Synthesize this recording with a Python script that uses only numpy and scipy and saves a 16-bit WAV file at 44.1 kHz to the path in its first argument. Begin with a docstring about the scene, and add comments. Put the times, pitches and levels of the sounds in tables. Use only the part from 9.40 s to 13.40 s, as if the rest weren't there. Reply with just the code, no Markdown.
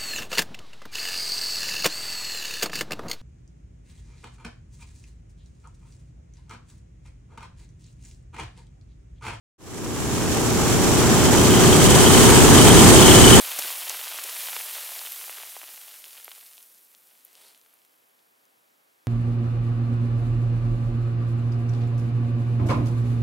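"""A seven-cylinder radial engine in steady flight, heard from a biplane's open cockpit.
It drones on multiples of its cycle rate; the exhaust rasps with every firing.
The slipstream buffets the microphone and hisses past the windscreen, where an edge whistles in fits
as the airflow quickens. The whole sound fades in from silence."""
import sys
import numpy as np
from scipy import signal
from scipy.fft import rfft, irfft, next_fast_len
from scipy.io import wavfile
from scipy.ndimage import map_coordinates

SR = 44100
rng = np.random.default_rng(int(sys.argv[2]) if len(sys.argv) > 2 else 0)


def pcm_store(signal):
    """Save signal as 16-bit PCM."""
    levels = np.round(np.clip(np.atleast_2d(signal), -1, 1) * 32767)
    wavfile.write(sys.argv[1], SR, levels.astype(np.int16).T)


N = 176400
TIME_S = np.arange(N) / SR
CYCLE_HZ, CYLINDERS = 15.86, 7  # one cycle = two shaft turns
SIDES = np.array([[1], [-1]])  # left, right


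def amp(db):
    """dB to gain."""
    return 10 ** (np.asarray(db) / 20)


def unit(x):
    """Scale to rms 1."""
    return x / np.sqrt(np.mean(x ** 2) + 1e-20)


def pan(left_db):
    """Stereo gains: left up, right down by left_db."""
    return amp(left_db * SIDES)


def wobble(rate_hz):
    """Smooth random curve, rate_hz knots a second."""
    return map_coordinates(rng.standard_normal(N // 50), [TIME_S * rate_hz], mode="mirror")


def filtered(x, response):
    """FFT filter with gain response(hz)."""
    size = x.shape[-1]
    padded = next_fast_len(size + 8192)
    hz = np.fft.rfftfreq(padded, 1 / SR)
    return irfft(rfft(x, padded) * response(hz), padded)[..., :size]


def coloured(x, spectrum):
    """Shape x by (frequency [Hz], level [dB]) points; rms 1."""
    knots_hz, db = np.transpose(spectrum)
    return unit(filtered(x, lambda hz: amp(np.interp(np.log(hz + 1), np.log(knots_hz + 1), db))))


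def drone(cycles):
    """Exhaust note: harmonics of the cycle rate, each wavering in level and phase."""
    # (multiple of cycle rate [1], level [dB])
    orders = [(2, -37), (5, -33), (6, -28), (7, -24), (8, -24.5), (9, -25.5), (10, -38), (11, -30),
              (14, -31.5), (15, -25.5), (16, -27.5), (17, -31.5), (18, -28), (19, -27.5), (20, -26),
              (21, -25), (23, -21), (24, -26.5), (25, -25), (26, -28.5), (27, -27), (28, -29), (29, -31.5),
              (31, -33), (32, -40)]
    jitter_rad, spread_rad, waver_db = 0.37, 0.2, 1.5
    note = np.zeros((2, N))
    for order, db in orders:
        phase = 2 * np.pi * (order * cycles + rng.random()) + jitter_rad * wobble(14)
        offset_rad = spread_rad * rng.standard_normal() * SIDES
        note += amp(db + waver_db * wobble(4.114)) * np.sin(phase + offset_rad)
    return np.sqrt(2) * note


def rasp(cycles):
    """One noise puff per firing; strength varies by cylinder and from firing to firing."""
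    # exhaust noise: (frequency [Hz], density [dB])
    spectrum = [(100, -12), (250, -9), (420, -1), (580, -4.5), (800, 0), (1150, -3), (2000, -11.5),
                (3200, -14.5), (5000, -32)]
    scatter_db, rough_db, pulse_depth = 1.16, 1.5, 0.17
    firings = cycles * CYLINDERS
    cylinder_db = scatter_db * unit(rng.standard_normal(CYLINDERS))
    firing_db = cylinder_db[firings.astype(int) % CYLINDERS] + rough_db * wobble(CYCLE_HZ * CYLINDERS)
    puffs = amp(firing_db) * (1 - pulse_depth * np.cos(2 * np.pi * firings))
    return amp(-18) * coloured(puffs * rng.standard_normal(N), spectrum)


def engine(cycles):
    """Drone and rasp from slightly left: louder and earlier on that side."""
    lead_s = 4e-5
    exhaust = drone(cycles) + rasp(cycles)
    return pan(0.4) * filtered(exhaust, lambda hz: np.exp(1j * np.pi * hz * lead_s * SIDES))


def buffet():
    """Air hits each microphone port separately; the largest gusts push one and pull the other."""
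    # wind rumble: (frequency [Hz], density [dB])
    spectrum = [(10, -47), (22, -35), (40, -6), (65, -2), (110, -2), (200, -1), (400, -10.5), (600, -14),
                (1000, -34.5), (2500, -64)]
    opposed_share, corner_hz = 0.14, 110
    push = coloured(rng.standard_normal((2, N)), spectrum)
    pull = filtered(push[::-1], lambda hz: opposed_share / (1 + (hz / corner_hz) ** 2))
    return amp(-11) * pan(-0.2) * unit(push - pull)


def slipstream():
    """Broad rush plus frame hiss that rises in pitch with airflow; both swell and shake in eddies."""
    # airflow past the windscreen: (time [s], relative speed [1])
    speeds = [(0, 0.91), (1.4, 0.91), (2.2, 0.94), (2.6, 1), (4, 1.02)]
    # slipstream rush: (frequency [Hz], density [dB])
    rush_spectrum = [(250, -13), (700, 2), (1100, -0.5), (2000, -4), (4000, -4.5), (7000, -6), (10000, -7),
                     (12500, -13.5), (16000, -23)]
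    # windscreen frame hiss at speed 1: (frequency [Hz], density [dB])
    hiss_spectrum = [(3500, -35), (5200, -17), (6200, -0.5), (7000, -2), (8200, 1.5), (9200, -6),
                     (11000, -16.5), (16000, -13)]
    eddy_db, gust_db, db_per_speed = 0.84, 0.26, 18.5
    speed = np.interp(TIME_S, *np.transpose(speeds))
    rush = amp(-15) * pan(0.5) * coloured(rng.standard_normal((2, N)), rush_spectrum)
    steady = coloured(rng.standard_normal((2, N + N // 4)), hiss_spectrum)
    swept = np.array([map_coordinates(side, [np.cumsum(speed)], order=5, mode="mirror")
                      for side in steady])
    hiss = amp(-18.5) * pan(-3) * unit(swept)
    shake_db = eddy_db * (wobble(55) + wobble(260)) + gust_db * wobble(12)
    return amp(shake_db + db_per_speed * (speed - 1)) * (rush + hiss)


def whistle(cycles):
    """Edge tone: pulses once per propeller turn, swells, and at times locks into a short chirp."""
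    # whistling band: (frequency [Hz], density [dB])
    spectrum = [(2300, -24), (2880, -12), (3040, -1.5), (3230, -6.5), (3550, -14), (4400, -28)]
    # band swells: (time [s], level [dB])
    swells = [(0, -38), (1.4, -37), (2.02, -27), (2.13, -23), (2.33, -26), (2.5, -22.5), (2.95, -24.5),
              (3.07, -27.5), (3.2, -23), (3.38, -22.5), (3.52, -29), (3.62, -20.5), (4, -20.5)]
    # locked tones: (time [s], relative level [dB], pitch [Hz])
    chirps = [(2.528, -16, 3090), (2.664, -11, 3220), (2.748, -14.0, 3070), (3.185, -16, 3090),
              (3.393, -12.5, 3130), (3.668, -12, 3140.0), (3.715, -11, 3150), (3.767, -12, 3070.0),
              (3.845, -9.5, 3026), (3.879, -7, 3050.0), (3.933, -6, 3045), (3.949, -10, 3010)]
    pitch_swing, pulse_db, flutter_db, lead_rad = 0.012, 4.5, 2, 0.88
    chirp_sigma_s, chirp_trim_db, chirp_swing = 0.0034, -1.5, 0.018
    band = signal.hilbert(coloured(rng.standard_normal(N), spectrum))
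    band = map_coordinates(band, [np.cumsum(1 + pitch_swing * wobble(25))], mode="mirror")
    turns = 2 * cycles
    flutter = unit(amp(pulse_db * np.cos(2 * np.pi * turns) + flutter_db * wobble(70)))
    tone = band * flutter * amp(np.interp(TIME_S, *np.transpose(swells)))
    warped_s = np.cumsum(1 + chirp_swing * wobble(200)) / SR
    for centre_s, db, hz in chirps:
        envelope = amp(db + chirp_trim_db) * np.exp(-0.5 * ((TIME_S - centre_s) / chirp_sigma_s) ** 2)
        tone += envelope * np.exp(2j * np.pi * hz * warped_s)
    return pan(1.5) * np.real(tone * np.exp(0.5j * lead_rad * SIDES))


def scene():
    """Engine and wind at the front seat; shaft speed wanders slightly."""
    rate_hz = CYCLE_HZ * (1 + 0.0012 * wobble(2.975))
    cycles = np.cumsum(rate_hz) / SR
    return engine(cycles) + buffet() + slipstream() + whistle(cycles)


def record(dry):
    """Soft clip, linear fade-in, low-pass."""
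    ceiling = 0.88
    fade_start_s, fade_s = 0.18, 3.283
    cutoff_hz, transition_hz = 15900, 150
    rounded = dry / (1 + np.abs(dry / ceiling) ** 6) ** (1 / 6)
    fade = np.clip((TIME_S - fade_start_s) / fade_s, 0, 1)
    return filtered(rounded * fade, lambda hz: np.clip((cutoff_hz - hz) / transition_hz + 0.5, 0, 1))


dry = scene()
out = record(dry)
pcm_store(out)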